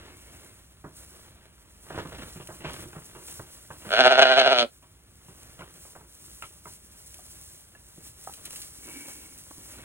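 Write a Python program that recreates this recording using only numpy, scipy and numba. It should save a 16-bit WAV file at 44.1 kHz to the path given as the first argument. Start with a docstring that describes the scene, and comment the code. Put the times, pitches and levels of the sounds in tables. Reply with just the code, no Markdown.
"""A ewe bleats in a straw shelter

A ewe in a straw-bedded tunnel shelter gives one rough, wavering bleat close by: pulses from her vocal
folds ring the resonances of mouth, throat and nose. Feet shuffle and thud in the bedding, dry hay rustles
and snaps: shaped noise with small cracks. A soft hollow swish, perhaps a sleeve rubbing, is noise through
a few resonances. Light knocks and bumps, some of them footfalls, are short damped notes. A few echoes and
a short tail place it all in the shelter."""
import sys
import numpy as np
from scipy import signal
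from scipy.fft import rfft, irfft, next_fast_len
from scipy.io import wavfile
from numba import njit

SR = 44100
rng = np.random.default_rng(int(sys.argv[2]) if len(sys.argv) > 2 else 0)


def dump(signal):
    """Clip the signal to [-1, 1] and save it as 16-bit WAV at the path in sys.argv[1]."""
    limited = np.clip(np.atleast_2d(signal).T, -1, 1)
    pcm = np.round(limited * 32767).astype(np.int16)
    wavfile.write(sys.argv[1], SR, pcm)


N = 433944
TIME = np.arange(N) / SR


def from_db(db):
    """Decibels to gain."""
    return 10 ** (np.asarray(db) / 20)


def rms_one(x):
    """Scale to unit power."""
    return x / np.sqrt(np.mean(x ** 2) + 1e-20)


def in_time(rows):
    """Each column of a curve table at every sample."""
    s, *columns = np.transpose(rows)
    return [np.interp(TIME, s, column) for column in columns]


def colour(x, spectrum):
    """Filter by a table of frequency in Hz and level in dB."""
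    hz, db = np.transpose(spectrum)
    size = next_fast_len(N)
    grid = np.maximum(np.fft.rfftfreq(size, 1 / SR), 1)
    gain = from_db(np.interp(np.log(grid), np.log(hz), db))
    return irfft(rfft(x, size) * gain, size)[..., :N]


def drift(rate):
    """Random wandering: straight lines between random values of spread 1, rate of them a second."""
    knots = rng.standard_normal(N // 8)
    return np.interp(TIME * rate, np.arange(len(knots)), knots)


def grainy(spectrum, grain_db, rate):
    """Coloured noise whose strength varies from grain to grain; rms 1."""
    grains = rng.standard_normal(N) * from_db(grain_db * drift(rate))
    return rms_one(colour(grains, spectrum))


def crackly(spectrum, grain_db, rate, cracks):
    """Grainy noise strewn with the separate cracks of single stalks; rms 1."""
    per_s, spread_db, level_db = cracks
    sizes = from_db(spread_db * np.minimum(rng.exponential(1, N), 4)) * rng.choice([-1, 1], N)
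    struck = rng.random(N) < per_s / SR
    clicks = rms_one(colour(sizes * struck, spectrum))
    return rms_one(grainy(spectrum, grain_db, rate) + from_db(level_db) * clicks)


def butter(x, hz, kind, order):
    """Low- or high-pass."""
    return signal.sosfilt(signal.butter(order, min(hz, .45 * SR), kind, fs=SR, output="sos"), x + 1e-18)


def delayed(x, samples):
    """Shift later by a possibly fractional number of samples."""
    return np.interp(np.arange(N) - samples, np.arange(N), x, left=0)


def bursts(times, level_db, t60, rise_s):
    """Envelope of blows that rise quickly and die away by 60 dB in t60 seconds."""
    out = np.zeros(N)
    for s, db, decay in zip(times, level_db, t60):
        start = int(s * SR)
        age = TIME[:min(SR // 2, N - start)]
        out[start:start + len(age)] += from_db(db - 60 * age / decay) * (1 - np.exp(-age / rise_s))
    return out


def swells(rows):
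    """Power of movements that each swell and fade like a bell curve."""
    power = np.zeros(N)
    for s, half, db in rows:
        near = slice(max(int((s - 5 * half) * SR), 0), int((s + 5 * half) * SR))
        power[near] += from_db(db) ** 2 * np.exp(-((TIME[near] - s) / half) ** 2)
    return power


@njit
def resonance(x, angle, r):
    """Two-stage resonance with steep flanks, gain 1 on top; its centre (radians a sample) may glide."""
    for stage in range(2):
        y = np.zeros(len(x))
        for i in range(2, len(x)):
            driven = (1 - r * r) / 2 * (x[i] - x[i - 2])
            y[i] = driven + 2 * r * np.cos(angle[i]) * y[i - 1] - r * r * y[i - 2] + 1e-18
        x = y
    return x


def formant(x, hz, width):
    """Ring a resonance given by centre and width in Hz."""
    return resonance(x, np.full(N, 2 * np.pi / SR) * hz, np.exp(-np.pi * width / SR))


# Strokes of hay being handled. 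Each row: time of the height in seconds, half length in seconds,
# level in dB before the hay's own trim.
HAY_STROKES = [(.33, 0.24, -58), (.99, 0.04, -53), (1.15, 0.13, -57.5), (1.97, 0.21, -58),
               (2.31, 0.15, -54), (2.55, 0.055, -53.5), (2.79, 0.087, -51), (3.09, 0.14, -54.5),
               (3.33, 0.076, -47), (3.53, 0.057, -53.5), (3.9, 0.24, -53), (4.55, .25, -56),
               (5.45, 0.19, -57.5), (5.84, 0.11, -54), (6.35, 0.19, -52.5), (6.71, 0.049, -52),
               (7.08, 0.23, -55), (7.42, 0.18, -53), (8.0, 0.19, -57), (8.07, 0.027, -50.5),
               (8.31, 0.1, -51), (8.58, .1, -46.5), (9.03, 0.24, -48), (9.42, 0.11, -53),
               (9.68, 0.13, -50.5)]
# Feet dragging through the straw. Each row: time of the height in seconds, half length in seconds,
# level in dB before the shuffle's own trim.
DRAGS = [(.01, 0.09, -52.5), (.35, 0.19, -59), (1.22, 0.24, -60.5), (1.99, 0.066, -47.5),
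         (2.2, 0.092, -48.5), (2.74, 0.082, -47.5), (2.97, 0.82, -60), (3.875, .04, -51),
         (5.55, 0.22, -60.5), (8.48, 0.11, -59.5), (9.83, 0.1, -55)]


def movement():
    """Levels in dB before trim: handled hay stirs the straw a little, dragging feet shake the ground."""
    hay_floor_db, shuffle_floor_db, rumble_floor_db = -67, -66, -59.5  # what stays between movements
    hay_in_shuffle_db, drag_in_rumble_db = -13, -2
    strokes, drags = swells(HAY_STROKES), swells(DRAGS)
    hay = from_db(hay_floor_db) ** 2 + strokes
    shuffle = from_db(shuffle_floor_db) ** 2 + drags + from_db(hay_in_shuffle_db) ** 2 * strokes
    rumble = from_db(rumble_floor_db) ** 2 + from_db(drag_in_rumble_db) ** 2 * drags
    return 10 * np.log10([hay, shuffle, rumble])


# Spectrum of the low rumble. Each row: frequency in Hz, level in dB.
RUMBLE = [(20, -35), (35, -16.5), (55, 4), (80, 0.5), (125, -4), (200, -9.5), (400, -31), (1000, -44)]


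def low_rumble(level_db, trim_db=1):
    """Deep noise that never quite stops and grows as dragging feet shake the ground."""
    return from_db(level_db + trim_db) * grainy(RUMBLE, grain_db=2.0, rate=150)


# Spectrum of shuffling feet. Each row: frequency in Hz, level in dB.
SHUFFLE = [(100, -1.5), (180, 0.5), (240, 1.5), (320, 5.5), (450, 1), (800, -3), (1050, -3.5), (1500, -1.5),
           (1900, -3.5), (2400, -5), (3500, -5), (6000, -16.5), (15000, -31.5)]
# Single stalks cracking in hay and shuffled straw. The row: cracks per second, spread of sizes in dB,
# level in dB relative to the noise of the layer.
HAY_CRACKS = (260, 4.2, -8.5)


def shuffling(level_db, trim_db=2.0):
    """Feet drag through straw: the harder they drag, the more unevenly it crumbles."""
    crumble_db = np.interp(level_db, [-62, -46], [1.5, 4])
    strength = from_db(level_db + trim_db + crumble_db * drift(140))
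    return strength * crackly(SHUFFLE, grain_db=1.5, rate=560, cracks=HAY_CRACKS)


# Spectrum of sliding hay. Each row: frequency in Hz, level in dB.
HAY = [(600, -24), (1800, -15), (3000, -11), (5000, -6), (7500, -2), (10000, 0), (12000, -4), (15500, -3)]


def sliding_hay(level_db, trim_db=5.0):
    """Dry stalks slide over each other: bright noise full of tiny cracks."""
    strength = from_db(level_db + trim_db + 1.4 * drift(54))
    return strength * crackly(HAY, grain_db=1.0, rate=2400, cracks=HAY_CRACKS)


# Dry stalks snapping. Each row: start in seconds, level in dB before trim, time to fall 60 dB in seconds.
SNAPS = [(2.3246, -36, 0.14), (2.472, -25.5, 0.017), (2.732, -28.5, 0.066), (6.4238, -28, 0.024),
         (7.141, -28, 0.044), (8.336, -25.5, 0.036), (8.452, -23.5, 0.075), (8.4634, -47, 0.05),
         (8.506, -20.5, 0.017), (8.558, -25, 0.079), (8.616, -27.5, 0.099), (8.6714, -38.5, 0.06)]
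# Spectrum of a snapping stalk. Each row: frequency in Hz, level in dB.
SNAP = [(600, -21), (1500, 0.5), (3000, 7), (6000, 6), (10000, 10), (15500, 1)]


def snapping_stalks(trim_db=-9):
    """A stalk breaks: a sudden burst of bright noise that dies away."""
    s, db, t60 = np.transpose(SNAPS)
    splinters = grainy(SNAP, grain_db=3.5, rate=1500)
    return bursts(s, db + trim_db, t60, rise_s=0.00066) * splinters


def rustling():
    """Hay stalks slide and snap, feet drag through the straw, and a low rumble lies beneath."""
    hay_db, shuffle_db, rumble_db = movement()
    return sliding_hay(hay_db) + snapping_stalks() + shuffling(shuffle_db) + low_rumble(rumble_db)


# A soft hollow swish, perhaps a sleeve rubbing. Each row: time of the height in seconds,
# half length in seconds, level in dB.
SWISHES = [(.2, 0.22, -60.5), (8.05, 0.057, -67), (8.96, 0.086, -48.5), (9.08, 0.16, -52),
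           (9.79, 0.12, -58)]
# Its hollow resonances. Each row: frequency in Hz at rest, width in Hz, level in dB relative to each other.
SWISH_MODES = [(267, 140, 2), (880, 510, -13), (1550, 600, -10.5), (2204, 140, 0.5), (2610, 430, -7)]


def hollow_swish(catch_db=3):
    """Uneven friction excites a few hollow resonances, which rise a little as it presses harder."""
    pressure = np.sqrt(swells(SWISHES))
    bend = 1 + 0.028 * pressure / pressure.max()  # the hardest rub raises the resonances by 2.8 percent
    friction = rng.standard_normal(N) * from_db(catch_db * drift(70))
    hollow = sum(formant(friction * from_db(db), hz * bend, width) for hz, width, db in SWISH_MODES)
    return pressure * rms_one(hollow)


# Light knocks and bumps, some of them footfalls. Each row: start in seconds, level in dB,
# ringing note in Hz, time to fall 60 dB in seconds.
KNOCKS = [(0.8425, -42, 1110, 0.011), (3.704, -40, 1070, .04), (3.7115, -33.5, 1600, .02),
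          (3.865, -39, 206, 0.2), (5.606, -41, 1040, .04), (5.619, -38, 1430, 0.046),
          (5.952, -39, 1350, 0.015), (5.9605, -40.5, 750, 0.036), (6.4235, -27, 1344, 0.025),
          (6.436, -34, 1294, .05), (6.656, -35.5, 1300, 0.026), (6.668, -41, 980, .05),
          (7.19, -48, 740, 0.075), (7.75, -45.5, 1706, 0.069), (8.2733, -25.5, 772, 0.027),
          (8.294, -38, 820, .04), (9.509, -38, 322, 0.034), (9.511, -42, 1120, 0.018)]
# Spectrum of pressed straw, also the contact noise of a knock. Each row: frequency in Hz, level in dB.
PRESS = [(150, -18), (350, 1.5), (600, 2.5), (1000, 2.5), (1500, 0.5), (2000, -8), (3500, -37)]


def knocks(contact_db=-9, overtone_ratio=1.6, overtone_db=-9):
    """Each knock rings a short, damped note and its overtone over the noise of the contact."""
    contact = from_db(contact_db) * grainy(PRESS, grain_db=-1.5, rate=350)
    out = np.zeros(N)
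    for s, db, hz, t60 in KNOCKS:
        near = slice(int(s * SR), int(s * SR) + SR // 4)
        turn = 2 * np.pi * hz * (TIME[near] - s)
        note = np.sin(turn) + from_db(overtone_db) * np.sin(overtone_ratio * turn)
        out[near] += bursts([s], [db], [t60], rise_s=0.00049)[near] * (note + contact[near])
    return out


# Footfalls in the bedding. Each row: start in seconds, level in dB, then thud and crunch in dB relative
# to that level; all before the trims of the three parts.
STEPS = [(0.841, -31.5, -1.5, -52), (0.872, -57, 0, -27), (1.864, -41.5, -14, -19), (1.902, -26, -11, -14),
         (1.945, -31.5, -4, -17), (1.976, -24, -1.5, -25), (2.05, -32.5, -0.5, -15),
         (2.122, -32.5, -13, -4), (2.185, -37, 0, -5), (2.22, -52, 8, -12), (2.357, -38, 3.5, 0),
         (2.399, -36.5, -2, -3), (2.487, -31, -8, -20), (2.525, -54, 7, -10), (2.604, -37.5, 0.5, 0),
         (2.645, -24.5, -5.5, -3), (2.689, -36.5, -6, 4), (2.79, -49, 6, -12), (2.821, -48, 11, -17),
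         (2.855, -49, 6, -12), (2.93, -38.5, -8, -3), (2.959, -34.5, -2, -23), (3.149, -34, -2, -9),
         (3.19, -45, -1, -2), (3.279, -40, -22, 2), (3.393, -36, 2, -26), (3.703, -32, -7, -10.5),
         (3.816, -41.5, -10, 2), (3.85, -36, -10, -8.5), (4.825, -42, -9.5, -5), (5.283, -41.5, 0.5, -4),
         (5.591, -34, -7, -3), (5.608, -42, -1, -2), (5.85, -42, -26, -19), (5.953, -37, -10, -14),
         (6.007, -43.5, -2, -24), (6.422, -40.5, -14, 8.5), (6.654, -37.5, -5.5, -11),
         (7.975, -52.5, 8.5, -16.5), (8.88, -39.5, -4, -6), (9.08, -40.5, -10, -4), (9.577, -53.5, 12, -12)]
# Spectrum of the thud on the ground. Each row: frequency in Hz, level in dB.
THUD = [(40, -10), (90, -0.5), (150, 5), (240, -9.5), (340, -0.5), (520, -12), (1000, -48)]
# Spectrum of the crunch at the top of the straw. Each row: frequency in Hz, level in dB.
CRUNCH = [(1000, -19), (2000, -3), (2800, 5.5), (4200, -7.5), (8000, -22), (16000, -35)]
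# Single stalks cracking underfoot. The row: cracks per second, spread of sizes in dB,
# level in dB relative to the noise of the layer.
STRAW_CRACKS = (350, 3.5, -4)


def footfalls(press_db=-10, thud_db=-5.0, crunch_db=-11, crumble_db=2,
              thud_t60=0.2, press_t60=0.16, crunch_t60=0.17):
    """A hoof or boot thuds, presses the straw and crunches its top; the straw gives way in jerks."""
    s, db, low_db, high_db = np.transpose(STEPS)
    each = np.ones(len(s))
    thud = bursts(s, db + low_db + thud_db, thud_t60 * each, rise_s=0.0023)
    thud = thud * grainy(THUD, grain_db=-1.0, rate=150)
    press = bursts(s, db + press_db, press_t60 * each, rise_s=0.00064)
    press = press * crackly(PRESS, grain_db=0.0, rate=480, cracks=STRAW_CRACKS)
    crunch = bursts(s, db + high_db + crunch_db, crunch_t60 * each, rise_s=0.00087)
    crunch = crunch * crackly(CRUNCH, grain_db=4.5, rate=770, cracks=STRAW_CRACKS)
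    return thud + (press + crunch) * from_db(crumble_db * drift(110))


VOICE_STARTS_S, VOICE_STOPS_S = 3.891, 4.657
TOP_S = 4.27  # the pitch arch is highest here
# Strained moments when the folds slap harder and more air tears through. Each row: time of the height in
# seconds, half length in seconds, level in dB relative to the usual edge.
RASPS = [(3.945, 0.032, 0), (4.009, 0.0053, 4), (4.05, 0.0068, -2.5), (4.124, 0.0059, -5),
         (4.228, .01, 0.5), (4.397, .005, 6.5), (4.597, 0.016, 5)]


def bleat_gesture():
    """Pitch in Hz, effort in dB and edge in dB: the bleat scoops up, arches, sags and is cut off."""
    top_hz, arch_hz_per_s2, scoop_hz, scoop_s, drop_hz_per_s = 127.2, 58, 61.94, .04, 250
    first_push, attack_s = 0.053, 0.14  # share of full breath pressure at the start; pace of its rise
    loudest_db, sag_db_per_s, release_db_per_s = 5, 5.5, 330
    edge_db_per_s = 2.5  # the upper resonances grow harder as it goes on
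    age = np.clip(TIME - VOICE_STARTS_S, 1e-4, 1)
    from_top = age + VOICE_STARTS_S - TOP_S
    late = np.clip(TIME - 4.63, 0, .1)  # seconds into the cut-off
    pitch = top_hz - arch_hz_per_s2 * from_top ** 2 - scoop_hz * np.exp(-age / scoop_s)
    pitch = pitch - drop_hz_per_s * late
    attack_db = 29 * np.log10(np.minimum(first_push + age / attack_s, 1))
    effort_db = loudest_db + attack_db - sag_db_per_s * age - release_db_per_s * late
    edge_db = edge_db_per_s * from_top + 10 * np.log10(1 + swells(RASPS))
    return pitch, effort_db, edge_db


# Throbs of the larynx that make the bleat waver. Each row: time of the height in seconds, half length in
# seconds, swell in dB before each part of the voice takes its share, pitch rise in Hz.
THROBS = [(3.936, .009, 5, 7.7), (4.005, .016, 7, 9.7), (4.02, 0.013, -1, 4), (4.061, .016, 8, 4),
          (4.117, .015, 8.5, 11), (4.186, 0.013, 10.5, 9.6), (4.223, .011, 10, 12), (4.256, 0.014, 4.5, 4),
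          (4.311, 0.019, 7, 5.06), (4.39, 0.022, 7.5, 10), (4.467, .012, 7.5, 18.7), (4.521, 0.013, 5, 14)]


def throb(pitch):
    """The larynx throbs: the pitch jumps just before the level does."""
    pitch_lead_s = .006
    swell_db = np.zeros(N)
    for s, half, db, rise_hz in THROBS:
        away = np.minimum(((TIME - s) / half) ** 2, 9)
        # the level of a throb has a flat top, its pitch a round one
        swell_db = swell_db + db * np.exp(-away * away)
        pitch = pitch + rise_hz * swells([(s - pitch_lead_s, half, 0)])
    return pitch, swell_db


def clicks(turn, pitch):
    """One click a cycle, shared between two samples; every harmonic has height 1."""
    steps = np.floor(turn) + np.minimum(turn % 1 * SR / pitch, 1)
    return np.diff(steps, prepend=0) * SR / pitch / 2


# Spectrum of the air rushing through the folds. Each row: frequency in Hz, level in dB.
BREATHINESS = [(100, 0), (500, -3), (900, -4), (2000, -5), (3500, -3), (5000, 3), (7000, 8), (10000, 8),
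               (16000, 0)]


def rushing_air(cycles, open_at, force, pitch, swell_db):
    """Breath noise comes in two puffs a cycle, loudest about the closing, less as the folds part."""
    open_width = .16  # share of a cycle
    gate = 0
    for at, share in ((open_at, .8), (.08, 1)):
        gate = gate + share * np.exp(-(np.sin(np.pi * (cycles - at)) / (np.pi * open_width)) ** 2)
    noise = grainy(BREATHINESS, grain_db=-2.0, rate=390)
    return force * gate * noise * np.sqrt(SR / pitch) * from_db(.5 * swell_db)


# Jaw and tongue. Each row: time in seconds, then first, second and third resonance in Hz.
MOUTH = [(3.9, 600, 1430, 2970), (3.96, 650, 1480, 2850), (4.02, 684, 1490, 2790), (4.12, 675, 1450, 2800),
         (4.22, 670, 1490, 2822), (4.33, 670, 1466, 2960), (4.45, 654, 1472, 2830), (4.56, 660, 1370, 2906),
         (4.615, 631, 1340, 3010), (4.655, 539, 1317, 3040)]
# The three moving resonances. 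Each row: width in Hz, level in dB, share of the throb swell,
# share of the edge, fade in dB per second.
MOUTH_MODES = [(185.7, -20, 1.1, 0, -2), (290, -23, 0.53, .1, 7), (270, -27, 0.3, 0.88, -0.5)]
# Fixed resonances of throat and nose. Each row: frequency in Hz, width in Hz, level in dB,
# share of the throb swell, share of the edge.
THROAT = [(130, 90, -48, .7, 0), (250, 80, -39, .4, 0), (400, 110, -33, .9, 0), (535, 130, -36.5, 1.2, 0),
          (785, 100, -33.5, .6, 0), (1010, 150, -43.5, .6, 0), (1260, 260, -39, .7, 0),
          (2000, 550, -36, .6, .2), (2450, 400, -39, .5, .5), (3450, 550, -35.5, .25, 1),
          (4100, 900, -32, .3, 1), (6100, 1400, -52, .6, .5), (8400, 3500, -62, .7, .9)]
# The sense in which each resonance swings, plus or minus one: mouth first, then throat and nose.
SENSES = [1, 1, -1, -1, 1, -1, 1, -1, -1, -1, -1, 1, 1, -1, 1, -1]
# The voice hums through the nose, briefly early on and longer as the mouth closes. 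Each row: time of the
# height in seconds, half length in seconds, level in dB.
HUMS = [(4.008, 0.011, -30.5), (4.635, 0.026, -31.5)]
# Spectrum of the dry crack of the folds, heard past the resonances. Each row: frequency in Hz, level in dB.
SLAP = [(1000, -60), (2000, -41), (3000, -39), (3800, -40), (4800, -61), (6300, -56), (9500, -67),
        (12000, -79), (16000, -84)]
# Spectrum of the air that leaks between the closings. Each row: frequency in Hz, level in dB.
HOARSE = [(900, -16.5), (1500, -6.5), (2000, -4), (2600, -1.5), (3200, -3), (3900, -13.5), (5000, -26),
          (7000, -23), (10000, -26.5), (15000, -42.5)]
# It leaks most while the voice is catching. Each row: time of the height in seconds, half length in
# seconds, level in dB relative to the usual leak.
LEAKS = [(3.94, 0.045, 11), (4.06, .02, 3), (4.23, 0.019, 2)]


def ewe(shimmer_db=2.5, closing_hz=6200, open_at=.64, flap_db=0, flap_s=4.32, flap_half_s=.14,
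        flap_low_hz=1800, flap_high_hz=3800):
    """Vocal folds slap shut once a cycle and flap open with a puff of air; both ring the throat."""
    jitter, jitter_per_db = .005, .0013  # unevenness of the cycles, at rest and per dB of throb
    air_db, hoarse_db, slap_swell = -12, -36, .7  # the last: share of the throb swell the crack follows
    lips_s, lips_close_s, nasal_hz, muffle_db_per_octave = 4.628, .018, 250, 7
    pitch, effort_db, edge_db = bleat_gesture()
    pitch, swell_db = throb(pitch)
    sounding = (TIME > VOICE_STARTS_S) & (TIME < VOICE_STOPS_S)
    unevenness = 1 + (jitter + jitter_per_db * swell_db) * drift(130)
    cycles = np.cumsum(sounding * pitch * unevenness) / SR
    force = sounding * from_db(effort_db + shimmer_db * drift(130))
    shutting = force * clicks(cycles, pitch)
    closing = butter(shutting, closing_hz, "low", order=2)
    # the folds flap open hardest in the middle of the call; that moment wanders slowly within the cycle
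    opening = force * clicks(cycles - open_at + .035 * drift(22), pitch) * from_db(2 * drift(40))
    opening = opening * np.sqrt(swells([(flap_s, flap_half_s, flap_db)]))
    cracks = (shutting + opening / 2) * from_db(3.5 * drift(130))
    opening = butter(butter(opening, flap_low_hz, "high", order=2), flap_high_hz, "low", order=4)
    air = rushing_air(cycles, open_at, force, pitch, swell_db)
    source = closing + opening + from_db(air_db) * air * np.sqrt(1 + swells(RASPS))
    # the lips shut, muffling the voice above the nasal hum
    shut = np.clip((TIME - lips_s) / lips_close_s, 0, 1)

    def ring(hz, width, db, share, edge):
        """One resonance sounded by the folds."""
        muffle_db = shut * muffle_db_per_octave * np.log2(np.maximum(hz / nasal_hz, 1))
        return formant(source * from_db(db + share * swell_db + edge * edge_db - muffle_db), hz, width)

    from_top = np.clip(TIME - TOP_S, -1, 1)
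    mouth = [(hz, width, db - fade * from_top, share, edge)
             for hz, (width, db, share, edge, fade) in zip(in_time(MOUTH), MOUTH_MODES)]
    voice = sum(sense * ring(*mode) for sense, mode in zip(SENSES, mouth + list(THROAT)))
    hum = formant(source * np.sqrt(swells(HUMS)), nasal_hz, 90)
    # uneven cracks and leaking air leave only through the open mouth
    slap = colour(cracks * from_db(edge_db + slap_swell * swell_db), SLAP)
    leak = force * from_db(hoarse_db) * np.sqrt(1 + swells(LEAKS))
    hoarse = leak * grainy(HOARSE, grain_db=3, rate=550)
    return voice + hum + (1 - shut) * (slap + hoarse)


# Echoes off the ground and the arched cover. Each row: delay in seconds, level in dB.
ECHOES = [(.0046, -29.5), (0.0114, -20), (.019, -17.5)]


def shelter(x, tail_t60_s=.12, tail_db=-10, left_lag=5):
    """Straw soaks up sound: a few echoes, then a short tail that differs at each microphone."""
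    direct = x + sum(from_db(db) * delayed(butter(x, 7700, "low", order=1), s * SR) for s, db in ECHOES)
    age = TIME[:SR // 3]
    fade = from_db(-60 * age / tail_t60_s) * (1 - np.exp(-age / 0.002))
    tails = rng.standard_normal((2, len(age))) * fade
    tails /= np.sqrt(np.sum(tails ** 2, axis=1, keepdims=True))
    # long waves pass out through the thin cover, short ones are lost in the straw
    kept = butter(butter(x, 400, "high", order=1), 5000, "low", order=2)
    reverb = signal.fftconvolve(kept[None], tails, axes=1)[:, :N]
    # the left microphone hears the direct sound and echoes a few samples later
    return np.array([delayed(direct, left_lag), direct]) + from_db(tail_db) * reverb


def scene(scatter_db=-16):
    """All sources sound in the shelter; extra rustle from all around differs between the microphones."""
    scattered = from_db(scatter_db) * rustling() * np.array([[1], [-1]])
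    return shelter(rustling() + hollow_swish() + knocks() + footfalls() + ewe()) + scattered


def gain_control(x, threshold_db=-30, share=0.3, attack_s=0.049, release_db_per_s=13):
    """Turn loud sound down quickly and come back slowly."""
    keep = np.exp(-1 / (attack_s * SR))
    power = signal.lfilter([1 - keep], [1, -keep], np.mean(x ** 2, axis=0))
    level_db = 10 * np.log10(power + 1e-12)
    over_db = share * np.maximum(level_db - threshold_db, 0)
    # each cut is held by a running maximum that slopes back at the release rate
    recovery_db = release_db_per_s * TIME
    return x * from_db(recovery_db - np.maximum.accumulate(over_db + recovery_db))


# Colour of the two microphones. Each row: frequency in Hz, left minus right in dB.
BALANCE_DB = [(60, -.5), (200, -1), (380, -4), (700, -2.5), (1300, -2.5), (2400, 2.3), (3300, 1), (4400, 0),
              (15000, 0)]


def record(dry, cutoff_hz=15900):
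    """Duck loud sound, colour the two microphones, round the highest peaks and cut the top."""
    tilted = []
    for x, side in zip(gain_control(dry), (1, -1)):
        tilt = [(hz, side * db / 2) for hz, db in BALANCE_DB]  # half of the difference on each side
        tilted.append(colour(x, tilt))
    tilted = np.array(tilted)
    rounded = tilted / (1 + (tilted / .92) ** 6) ** (1 / 6)
    return signal.sosfilt(signal.ellip(10, .2, 80, cutoff_hz, fs=SR, output="sos"), rounded)


dry = scene()
out = record(dry)
dump(out)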